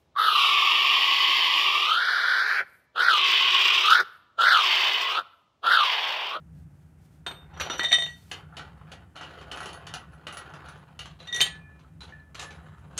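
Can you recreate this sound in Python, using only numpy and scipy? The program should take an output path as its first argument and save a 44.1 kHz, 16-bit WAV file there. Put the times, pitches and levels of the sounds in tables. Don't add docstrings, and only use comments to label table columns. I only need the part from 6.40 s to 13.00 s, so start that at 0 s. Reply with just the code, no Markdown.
import sys
import numpy as np
from scipy import signal
from scipy.fft import rfft, irfft, next_fast_len
from scipy.io import wavfile
from scipy.ndimage import uniform_filter1d, map_coordinates

SR = 44100
rng = np.random.default_rng(int(sys.argv[2]) if len(sys.argv) > 2 else 0)


def convert_level_to_amplitude(level_db):
    exponent = np.asarray(level_db, float) / 20
    return 10 ** exponent


def pcm_store(signal):
    levels = np.round(np.clip(np.atleast_2d(signal), -1, 1) * 32767)
    wavfile.write(sys.argv[1], SR, levels.astype(np.int16).T)


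N = 291015

# [t/s, knock peak level/dB, ring level of the lowest mode family/dB, sharpness/dB per octave,
# extra level of the second family when struck near the hub/dB (may be absent)]
TAP_HITS = [
    (0.864, -17, -40, 2.4, 15.5),
    (0.911, -21.5, -60.5, 4.4, -12),
]
BEAT_HITS = [
    (0.864, -60, -32, 0),
]
SLIDE_HITS = [
    (1.139, -35, -50, -5.5, -0.5),
    (1.174, -41, -45.5, -1, -23.5),
    (1.199, -27.5, -29, 0.5, -22),
    (1.216, -30.5, -48, 4, 4),
    (1.298, -10, -28, -3.5, -9),
    (1.306, -25.5, -46.5, 2, 12),
    (1.344, -33, -49.5, -6, -7),
    (1.38, -33.5, -47.5, 5.5, -2.5),
]
HOME_HITS = [(1.394, -6, -29, 3, -2.5), (1.432, -13, -36.5, 15, -22), (1.44, -21, -22.5, 1, -11.5),
             (1.447, -15, -24, 5, -8), (1.462, -18.5, -36.5, 3.5, -6.5), (1.487, -46.5, -40.5, 12, -27.5),
             (1.511, -24, -31, -2.5, 8.5), (1.518, -12.5, -21, 6.5, -18), (1.528, -1.5, -21, 9, -4),
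             (1.551, -22.5, -55, 8.5, 11.5), (1.584, -15.5, -29.5, 8, -5), (1.621, -12.5, -27.5, 4.5, -20),
             (1.663, -20, -35.5, 5, -14.5)]
SLAP_HITS = [
    (4.872, -30, -41, -7, -27),
    (4.926, -27, -30, -4.5, -12.5),
    (4.945, -22.5, -42.5, 8, -27),
    (4.962, -19.5, -40, 6.5, -13.5),
    (4.999, -18.5, -46.5, 5.5, -7),
]
SEAT_HITS = [
    (5.012, -6, -23, 3.8, 5.4),
]
COLLAR_HITS = [(1.914, -18, -55.5, 2.5, 22), (2.126, -73.0, -41, -14, -29), (2.168, -24, -46, -3, 9.5),
               (2.194, -26.5, -33, -11.5, -18), (2.378, -58, -62, -5.5, -4), (2.517, -26, -47.5, -4, 4),
               (2.752, -44, -48, -23, 2), (2.763, -29.5, -36, -8, -2), (2.773, -45, -44.5, -7.5, 11),
               (2.811, -25.5, -29, -11.5, -9), (2.832, -29, -39.5, -9, 7.5), (2.909, -34, -57, -9, 3),
               (2.989, -47, -47, -7, 2), (3.012, -28.5, -48.5, -10, 7),
               (3.115, -21.5, -51, 0.5, 14.5), (3.12, -50, -38, -7, 7), (3.159, -41, -45, -2, -8),
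                (3.172, -25.5, -33.5, -7, -1), (3.204, -27, -26.5, -7, -7), (3.23, -25, -36, -8, -1),
                (3.257, -23.5, -32.5, -5, -5.5), (3.29, -28.5, -52.5, -3, 9), (3.33, -33, -43, -1, -1),
                (3.468, -23, -47.5, -2, 9), (3.538, -18.5, -33.5, -2.5, -5.5),
                (3.721, -54.5, -50.5, -6.5, -18.5), (3.734, -51.5, -46, -6, -25),
                (3.868, -20.5, -33.5, -7, 5), (3.925, -28.5, -33.5, -4, -23), (3.97, -24.5, -32, -2.5, -9),
                (4.094, -47, -40.5, -10, -12), (4.137, -31.5, -35, -9, -28), (4.253, -57, -38.5, -8.5, -13),
                (4.285, -32, -35.5, -5.5, -44), (4.376, -53.5, -59, -2.5, -13), (4.591, -22, -56, 2, 18.5),
                (4.656, -26.5, -53, -4, -1)]
JINGLE_HITS = [
    (4.945, -44, -71, 6.3, 0.0072),
    (4.962, -41.5, -74, 11, 0.0042),
]
TURN_HITS = [(4.802, -29.5, -33.5, -39, -6), (4.833, -49.5, -45, -34.5, -7), (5.393, -41.5, -79, -6, 8),
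             (5.607, -36.5, -35, -18.5, 0), (5.632, -37, -37, -20, -4), (5.691, -31, -76, -19, 4.5),
             (5.946, -27, -51, -5, 6), (5.995, -19.5, -48, 3.5, 19), (6.014, -30, -43, -4, 22),
             (6.026, -22, -42, -13, 23), (6.106, -29.5, -48, -15, -1.0), (6.148, -35, -72, -12, -1),
             (6.381, -51, -75, 7, -9), (6.569, -30, -62.5, -10, 8), (6.577, -13.5, -42, 11.5, 25.5)]
BAR_HITS = [
    (4.795, -44.5, -70.5, 19, 0),
    (5.607, -56, -66, 21, 0),
    (5.948, -62, -66, 20, 0),
]
SPARE_HITS = [
    (5.013, -45, -40, -16),
    (5.395, -71, -79, 12),
    (5.992, -60, -48, -39),
    (6.055, -60, -47, -39),
]
PING_HITS = [
    (5.723, -37, -44, -35),
]

# [f/Hz, f/Hz, f/Hz, f/Hz]
FAMILY_HZ = dict(held=[1400, 3650, 5900, 8500], plate=[1920, 3080, 3650, 5900],
             collar=[1400, 3000, 10100, 15200], end=[3970, 6600, 9550, 10700],
             spare=[1738, 2422, 4000, 8000], bar=[8000, 9000, 10000, 11000])
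TAP_HZ = [1459, 1701, 3079, 3198, 4382, 5862, 5870, 6568, 8489, 8507, 10930, 11830]
BEAT_HZ = [3647, 3653.4]
PLATE_HZ = [673, 1377, 1923, 1912, 2900, 3074, 3290, 3524, 3650, 3690, 3818, 4395, 5858, 5914, 6490, 6715,
            7430, 8512, 8630, 10860, 11750, 12230, 14140, 15300]
SMACK_HZ = [3160]
SEATED_HZ = [1927, 2460, 3090, 3284, 3524, 3577, 3655, 3698, 3818, 4430, 5938, 6490, 6729, 7440, 8533, 8629,
             10880, 11750, 12230, 14150, 15300]
COLLAR_HZ = [856, 1390, 1925, 2890, 3045, 3670, 4400, 6570, 9520, 10120, 11200, 12700, 15180]
STACK_HZ = [744, 1180, 1330, 1480]
END_HZ = [3973, 5240, 6600, 7500, 8300, 9550, 10700, 12700, 10640]
BAR_HZ = [11070]
SPARE_HZ = [1735, 1742, 1763, 2417, 2425.5]
PING_HZ = [1740, 1800, 2412]
DRAG_HZ = [2213, 2837, 3182, 3919, 7520]
TAPPED = [(-8, 0.017), (-3, 0.079), (-14, 0.16), (-10, 0.078), (-10, 0.049), (-29, 0.44), (-24, .2),
          (-4, .03), (3, 0.11), (-6, 0.28), (-22, .1), (-15, 0.44)]
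BEAT = [(0, .35), (0, .35)]
HELD = [(-18, 0.07), (8, 0.018), (-19, 0.27), (-11, .2), (1, 0.24), (-4.5, 0.2), (-17, 0.12), (-5.5, .1),
        (-2.5, 0.15), (-18, 0.4), (-14, 0.086), (-5.5, 0.12), (1.5, 0.12), (-21.5, 0.23), (-9.5, 0.065),
        (-18, 0.13), (-11.5, 0.083), (-9.5, 0.11), (-9.5, 0.11), (-17, 0.089), (-11.5, 0.3), (-15, 0.13),
        (-29.5, .1), (-36, .1)]
LOOSE = [(-2.5, 0.049), (-21, 0.11), (5.5, 0.29), (-10.5, 0.1), (-17.5, .2), (2, 0.36), (-16, 0.13),
         (-14.5, 0.11), (1.5, 0.29), (-8.5, 0.05), (-29, 0.13), (-13.5, 0.45), (-2, 0.202), (1, 0.3),
         (-22.5, 0.17), (-9.5, 0.22), (-10.5, 0.13), (-6.5, 0.41), (-17.5, .2), (-20, 0.13), (-19, 0.24),
         (-31, 0.13), (-18, .15), (-33.5, 0.11)]
SMACK = [(0.0023, 0.0088)]
CLAMPED = [(-31, 0.087), (-28, .1), (2.5, 0.99), (-18.5, 0.33), (-15, 0.089), (5, 0.19), (-7, .14),
           (-10, .15), (12, 0.25), (-25.5, 0.15), (-10.5, 0.0914), (-14, .12), (-7.5, 0.061), (14.5, 0.036),
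           (-26, 0.23), (-10.5, 0.17), (-20, 0.071), (-6.5, 0.084), (-9.5, 0.14), (-11.5, 0.047),
           (-16, 0.05), (-22, 0.11), (-26.5, .14), (-27, .1)]
SEATED = [(-1.5, 0.16), (-25, 0.27), (-0.5, 0.16), (-16, 0.19), (-4.5, 0.083), (-5, .09), (8.5, 0.08),
          (-13, 0.2), (3.5, 0.063), (-8, 0.14), (-11, 0.12), (3, 0.042), (-14.5, 0.2), (-12, 0.13),
          (-10.5, .13), (-10, 0.21), (-18, 0.13), (-19.5, .06), (-24, .08), (-11.5, .07), (-29, .1)]
COLLAR = [(-10, 0.069), (-0.5, 0.038), (-10, 0.24), (5.5, 0.035), (2.5, 0.051), (-7, 0.085), (2, 0.036),
          (-2.5, 0.038), (-7.5, 0.1), (2, 0.067), (-22.5, 0.065), (-24, 0.093), (-3.5, 0.1)]
STACK = [(-8, 0.039), (-4.5, 0.032), (-8, 0.078), (-14.5, 0.054)]
FAR_END = [(0.5, 0.054), (-17.5, 0.15), (-5, 0.0083), (-18.5, 0.11), (-12.5, 0.07), (-4, 0.092),
           (-12.5, 1.1), (-25, .08), (-22, .4)]
BAR = [(0.0055, .4)]
SPARE = [(0, 0.95), (-5, .95), (-9, .6), (-4, 1.1), (-4, 1.1)]
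PING = [(0.5, 0.42), (0, 0.2), (-0.5, 0.48)]
DRAG = [(2, .6), (9, .6), (9, .6), (11, .6), (6, .6)]

# [t/s, peak level/dB, f/Hz, t60/s]
BLOWS = [(0.8641, -21, 1470, .014), (0.871, -31, 3650, 0.026), (0.91, -26.5, 1300, .01),
         (1.1995, -13.5, 1600, .009), (1.2984, -16, 1520, .009), (1.394, -11, 1520, .008),
         (1.408, -23.5, 1925, 0.14), (1.447, -21, 3650, 0.037), (1.462, -25, 3650, 0.021),
         (1.485, -25.5, 3650, 0.13), (1.5185, -11.5, 2220, .012), (1.5185, -22.5, 713, .02),
         (1.5275, -4, 3640, .03), (1.5268, -20.5, 5990, .02), (1.584, -27.5, 700, .015),
         (2.81, -30, 1370, .025), (2.826, -32, 2960, .015), (3.114, -29, 3030, .03),
         (3.2567, -33, 5480, .006), (3.2916, -39, 5000, .006), (3.4682, -33, 3000, .015),
         (4.122, -44, 3010, .01), (4.142, -41, 2700, .015), (4.946, -23.5, 6280, .012),
         (4.962, -21.5, 6740, .007), (5.447, -49.5, 1300, 0.054), (5.614, -40, 4000, .1),
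         (5.632, -48, 7000, .008), (5.799, -60, 4070, .04), (5.994, -36, 7540, .005),
         (5.998, -29.5, 7060, .009), (6.014, -34, 6860, .009), (6.025, -29, 7000, .009),
         (6.578, -16, 6480, .009), (6.584, -18, 6400, .01)]
# [t/s, grind level/dB, rasp level/dB, fade/dB per s, wind-up level under the stroke/dB]
STROKES = [(0.864, -36.5, -52, 143, -28), (1.203, -31, -41, 71.5, -4), (1.299, -33.5, -47, 33.5, -8),
           (1.395, -34, -58.5, 39, -17), (1.445, -42.5, -53.5, 150, 6), (1.513, -38.5, -51, 25, -32),
           (1.545, -45, -50, 127.5, -15), (1.913, -41.5, -56, 89, -17), (2.169, -44.5, -53.5, 57.5, -7),
           (2.518, -42.5, -59, 126, -3), (2.756, -41.5, -59.5, 7.5, -38), (3.114, -35, -77, 25.5, -42),
           (3.469, -41, -65, 41, -37), (3.87, -41, -61.5, 11, -13.5), (4.26, -44.5, -60, 32.5, -29),
           (4.592, -55.5, -54, 39, -20), (4.794, -54, -69, -15, -8), (5.006, -39.5, -34.5, 69.5, -1),
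           (5.395, -56.5, -81, 48, -10), (5.606, -48.5, -64, 43, -36), (5.953, -40, -57, 34, -37),
           (6.297, -51.5, -97.5, 4.5, -7), (6.582, -39.5, -53.5, 10, -10)]
# [start t/s, end t/s]
PLATE_FREE_S = [
    (0, 1.85),
    (4.86, 5.3),
]
SPARE_STOPS_S = [
    5.393,
    6.122,
]
# [t/s, length/s, level/dB]
RUSTLE = [
    (0.12, 0.14, -83),
    (0.3, 0.25, -86),
    (0.576, 0.24, -80),
    (1.604, 0.42, -73),
]

KNOCK = [(120, -38), (200, -6), (1410, -1), (2190, -3.5), (2830, 1), (5010, -8.5), (5920, -6), (6250, -6.5),
         (13300, -30.5), (15400, -36), (16300, -67)]
PLATE_KNOCK = [(120, -43.5), (250, -10), (1410, -1), (2830, 2), (4300, 2.5), (5050, -23.5), (5900, -7),
               (13300, -29), (15400, -37.5), (16300, -64)]
GRIND = [(120, -47), (200, -32.5), (325, -5.5), (542, -4.5), (700, -2.5), (1050, -6), (1430, -2),
         (2110, -14), (2960, -16.5), (5000, -32.5), (6500, -54), (11000, -120)]
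RASP = [(1470, -15), (2500, -3), (4230, -2), (5020, -18), (6880, -13.5), (8110, -32), (9860, -21.5),
        (16300, -57.5)]
CLOTH = [(1500, 13), (3500, 11.5), (8500, 9), (15000, 6), (16500, -20)]
DRONE = [(15, -66.5), (25, -49.5), (32, -19), (42, -15.5), (54, -8.5), (67, 1.5), (95, -3), (118, -9.5),
         (131, -7.5), (152, 3), (170, -2.5), (211, -18), (251, -20.5), (331, -31), (500, -40), (650, -78.5),
         (1100, -120)]
AIR = [(150, -31), (250, -8), (445, -20), (820, -20.5), (1070, -26), (1490, -24.5), (3620, -39.5),
       (3950, -42), (9150, -38.5), (16300, -47.5)]
# [f/Hz, t60/s]
BASEMENT = [(300, 0.28), (2000, 0.25), (6000, 0.16), (14000, 0.14)]
# [f/Hz, level/dB]
PHONE = [(30, -16), (50, -6.5), (65, -1), (15000, -3), (16200, -8), (16700, -38.5)]


def unit(x):
    return x / np.sqrt(np.mean(x ** 2) + 1e-20)


def along(points, hz):
    f, v = np.transpose(points)
    return np.interp(np.log(hz + 1), np.log(f + 1), v)


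def wobble(rate):
    knots = rng.standard_normal(int(N * rate / SR) + 4)
    return map_coordinates(knots, [np.arange(N) * rate / SR])


def filtered(x, response):
    m = next_fast_len(len(x) + 8192)
    return irfft(rfft(x, m) * response(np.fft.rfftfreq(m, 1 / SR)), m)[:len(x)]


def coloured(x, spectrum):
    return unit(filtered(x, lambda hz: convert_level_to_amplitude(along(spectrum, hz))))


def tail(seconds):
    hz, t, z = signal.stft(rng.standard_normal(int(seconds * SR)), SR, nperseg=256)
    h = signal.istft(z * convert_level_to_amplitude(-60 * t / along(BASEMENT, hz)[:, None]), SR, nperseg=256)[1]
    return h / np.linalg.norm(h)


def ringing(t, hz, t60, strength_db, detune, flutter_db):
    turns = hz * (1 + rng.normal(0, detune, hz.shape)) * 2 * np.pi
    fall = np.float32(np.log(1000) / t60)
    knots = np.maximum(1 - np.abs(t * 50 - np.arange(24, dtype=np.float32)[:, None]), 0)
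    depth = rng.normal(0, flutter_db / 20 * np.log(10), (len(hz), len(knots)))
    flutter = np.float32(depth) @ knots
    envelope = np.exp(flutter * np.minimum(t * 40, 1) - fall * t)
    return convert_level_to_amplitude(strength_db[:, 0]) @ (envelope * np.sin(np.float32(turns) * t))


def iron_knock(t, knock_s, rise_s, knock, tilt):
    colour = [(f, db + tilt * np.log2(f / 2500)) for f, db in knock]
    body = convert_level_to_amplitude(-60 * t / knock_s) * (1 - np.exp(-t / rise_s))
    crack = 0.94 * convert_level_to_amplitude(-60 * t / 0.00084)
    envelope = (body + crack) * (1 - np.exp(-t / 0.00028))
    return envelope * coloured(rng.standard_normal(len(t)), colour)


def contacts(hits, modes_hz, modes, family, top_db, ring_db, knock_db, knock_s, usual_db, quench_db, detune,
             flutter_db, room_db, rise_s, knock=KNOCK, size=19800, stops_s=(), stop_db=-13, scatter_db=1.5):
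    out, t = np.zeros(N + 2 * SR), np.arange(size, dtype=np.float32) / SR
    hz, level, t60 = np.column_stack([modes_hz, modes]).T[:, :, None]
    touches = np.sort(np.transpose(hits)[0])
    anchors = FAMILY_HZ[family]
    octaves = np.log2(np.divide(anchors, anchors[0]))
    for s, peak_db, low_db, sharp, *hub_db in hits:
        family_db = low_db + sharp * octaves + [0, sum(hub_db), 0, top_db]
        strength = level + ring_db + along(list(zip(anchors, family_db)), hz)
        strength = strength + rng.normal(0, scatter_db, hz.shape)
        ring = ringing(t, hz, t60, strength, detune, flutter_db)
        touched = np.searchsorted(touches[touches > s] - s, t)
        stopped = np.searchsorted(stops_s, s + t) - np.searchsorted(stops_s, s)
        lost_db = min(quench_db, 0) * touched + stop_db * stopped
        ring *= convert_level_to_amplitude(uniform_filter1d(lost_db, size=88)) * (1 - np.exp(-t / 0.00074))
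        tilt = np.clip(0.15 * (family_db[-1] - peak_db - usual_db), -5, 3)
        ring[:SR // 4] += convert_level_to_amplitude(peak_db + knock_db) * iron_knock(t[:SR // 4], knock_s, rise_s, knock, tilt)
        wet = signal.fftconvolve(ring, tail(size / SR))
        out[round(s * SR):][:len(t)] += ring
        out[round(s * SR) + 250:][:len(wet)] += convert_level_to_amplitude(room_db) * wet
    return out[:N]


def plate_tap():
    tap = contacts(TAP_HITS, TAP_HZ, TAPPED, "held", top_db=-13, ring_db=1.5, knock_db=-6.5, knock_s=0.046,
                   usual_db=-9, quench_db=0, detune=0, flutter_db=1, room_db=-7, rise_s=0.0038,
                   knock=PLATE_KNOCK, size=15000, scatter_db=0)
    beat = contacts(BEAT_HITS, BEAT_HZ, BEAT, "held", top_db=0, ring_db=0, knock_db=-20, knock_s=0.03,
                    usual_db=0, quench_db=0, detune=0, flutter_db=0, room_db=-24, rise_s=0.002,
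                    size=15000, scatter_db=0)
    return tap + beat


def plate_slide():
    return contacts(SLIDE_HITS, PLATE_HZ, HELD, "held", top_db=-12.5, ring_db=0, knock_db=-8, knock_s=0.041,
                    usual_db=-7, quench_db=1.5, detune=0.0013, flutter_db=7, room_db=-5, rise_s=0.005,
                    knock=PLATE_KNOCK, size=13000)


def plate_home():
    return contacts(HOME_HITS, PLATE_HZ + SMACK_HZ, LOOSE + SMACK, "plate", top_db=-18, ring_db=-4.5,
                    knock_db=-11.5, knock_s=0.025, usual_db=-14.5, quench_db=-11, detune=0.000972,
                    flutter_db=3.5, room_db=-5.5, rise_s=0.0011, knock=PLATE_KNOCK)


def plate_slap():
    slap = contacts(SLAP_HITS, PLATE_HZ, CLAMPED, "plate", top_db=-2, ring_db=-3.5, knock_db=-4,
                    knock_s=0.042, usual_db=-21.5, quench_db=-2.5, detune=0.0017, flutter_db=7.5,
                    room_db=-4.5, rise_s=0.0039, knock=PLATE_KNOCK, size=13000,
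                    stops_s=np.transpose(SEAT_HITS)[0], stop_db=-25)
    seat = contacts(SEAT_HITS, SEATED_HZ, SEATED, "plate", top_db=0.7, ring_db=0.5, knock_db=-12,
                    knock_s=0.043, usual_db=-20, quench_db=0, detune=0.0013, flutter_db=3.5,
                    room_db=-9, rise_s=0.0024)
    return slap + seat


def collar():
    return contacts(COLLAR_HITS + JINGLE_HITS, COLLAR_HZ + STACK_HZ, COLLAR + STACK, "collar",
                    top_db=-14, ring_db=-0.5, knock_db=-10.5, knock_s=0.041, usual_db=-41.5, quench_db=-19,
                    detune=0.002, flutter_db=3.5, room_db=0, rise_s=0.00085, size=11500)


def dumbbell_turned():
    end = contacts(TURN_HITS, END_HZ, FAR_END, "end", top_db=4.5, ring_db=-3.5, knock_db=-12.5,
                   knock_s=0.049, usual_db=-25.5, quench_db=-4.5, detune=0.00077, flutter_db=4.5,
                   room_db=0, rise_s=0.00057, size=15000)
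    bar = contacts(BAR_HITS, BAR_HZ, BAR, "bar", top_db=-7, ring_db=-6.5, knock_db=-13.5, knock_s=0.033,
                   usual_db=-14, quench_db=-19.5, detune=0.00047, flutter_db=2, room_db=-10.5,
                   rise_s=0.0015, size=13000)
    return end + bar


def blows():
    out, t = np.zeros(N + SR), np.arange(SR // 8) / SR
    for s, db, hz, t60 in BLOWS:
        push = convert_level_to_amplitude(db - 60 * t / t60) * np.sin(2 * np.pi * hz * t)
        out[round(s * SR):][:len(t)] += push * (1 - np.exp(-t / 0.00027))
    return out[:N] + convert_level_to_amplitude(-7.5) * signal.fftconvolve(np.pad(out, (250, 0)), tail(0.36))[:N]


def strokes():
    gather, rasp_under = 152.5, -26.5
    rasp_fade, rasp_faster = 34.5, 3
    s, grind_db, rasp_db, fade, wind_db = np.transpose(STROKES)
    t = np.arange(N) / SR
    after = np.searchsorted(s, t)
    this, coming = np.maximum(after - 1, 0), np.minimum(after, len(s) - 1)
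    since, until = t - s[this], np.abs(s[coming] - t)
    grind_fading = grind_db[this] - fade[this] * since
    rasp_fading = rasp_db[this] - (rasp_fade + rasp_faster * fade[this]) * since
    wind = (grind_db + wind_db)[coming] - gather * until
    rasp_wind = wind + rasp_under - gather * until
    return convert_level_to_amplitude([grind_fading, rasp_fading]) * (after > 0) + convert_level_to_amplitude([wind, rasp_wind])


def rubbing(when, modes_hz, modes, sing_db, rasp_db):
    grind, rasp = strokes() * when
    slips = rng.standard_normal((3, N)) * convert_level_to_amplitude(2.5 * wobble(60) + 2.7 * wobble(300))

    def body(f):
        response = 0
        for centre, (db, t60) in zip(modes_hz, modes):
            resonance = centre * centre - f * f + 1j * f * (9.7 / t60)
            response = response + convert_level_to_amplitude(db) * 1j * f * (2.6 / t60) / resonance
        return response

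    z = signal.stft(slips[0], nperseg=512)[2]
    seating = uniform_filter1d(rng.standard_normal(z.shape), size=3, axis=0)
    seating = uniform_filter1d(seating, size=14, axis=1)
    shifting = signal.istft(z * convert_level_to_amplitude(2.6 * unit(seating)), nperseg=512)[1][:N]
    rough = grind * coloured(shifting, GRIND)
    push = convert_level_to_amplitude(-4) * rough + convert_level_to_amplitude(sing_db) * grind * slips[2]
    return rough + convert_level_to_amplitude(rasp_db) * rasp * coloured(slips[1], RASP) + filtered(push, body)


def steel_rub():
    t = np.arange(N) / SR
    free = sum((t >= start) & (t < end) for start, end in PLATE_FREE_S) > 0
    hands_move_s = 4.79
    early, late = (t < hands_move_s) & ~free, (t >= hands_move_s) & ~free
    rub = rubbing(free, PLATE_HZ, LOOSE, sing_db=-5.5, rasp_db=15)
    rub += rubbing(early, COLLAR_HZ + STACK_HZ, COLLAR + STACK, sing_db=-3.5, rasp_db=14.5)
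    rub += rubbing(late, END_HZ + DRAG_HZ, FAR_END + DRAG, sing_db=0.5, rasp_db=19.5)
    return convert_level_to_amplitude(-6) * (rub + convert_level_to_amplitude(-8.5) * signal.fftconvolve(rub, tail(0.5))[:N])


def spare_plate():
    hum = contacts(SPARE_HITS, SPARE_HZ, SPARE, "spare", top_db=27, ring_db=1, knock_db=-12.5, knock_s=0.03,
                   usual_db=-18, quench_db=0, detune=0, flutter_db=1.6, room_db=-20, rise_s=0.0015,
                   stops_s=SPARE_STOPS_S, scatter_db=0)
    ping = contacts(PING_HITS, PING_HZ, PING, "spare", top_db=27, ring_db=1.5, knock_db=-12.5, knock_s=0.032,
                    usual_db=-18, quench_db=0, detune=0, flutter_db=4, room_db=-15, rise_s=0.0015, size=13000)
    return hum + ping


def cloth():
    t = np.arange(N) / SR
    brush = np.zeros(N)
    for s, length, db in RUSTLE:
        brush += convert_level_to_amplitude(db) * np.sqrt(np.abs(np.sin(np.pi * np.clip((t - s) / length, 0, 1))))
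    return brush * convert_level_to_amplitude(10.5 + 1.7 * wobble(58)) * coloured(rng.standard_normal(N), CLOTH)


def furnace():
    drone = convert_level_to_amplitude(-50 + 1.6 * wobble(5.3)) * coloured(rng.standard_normal(N), DRONE)
    return drone + convert_level_to_amplitude(-64) * coloured(rng.standard_normal(N), AIR)


def scene():
    plate = plate_tap() + plate_slide() + plate_home() + plate_slap()
    handling = collar() + dumbbell_turned() + blows() + steel_rub()
    background = spare_plate() + cloth() + furnace()
    return (plate + handling + background)[None]


def low_pass(x):
    return signal.sosfilt(signal.butter(12, 16440, fs=SR, output="sos"), x)


def record(dry):
    heard = filtered(dry[0], lambda hz: convert_level_to_amplitude(along(PHONE, hz)))
    return low_pass(heard[None])


dry = scene()
out = record(dry)
pcm_store(out)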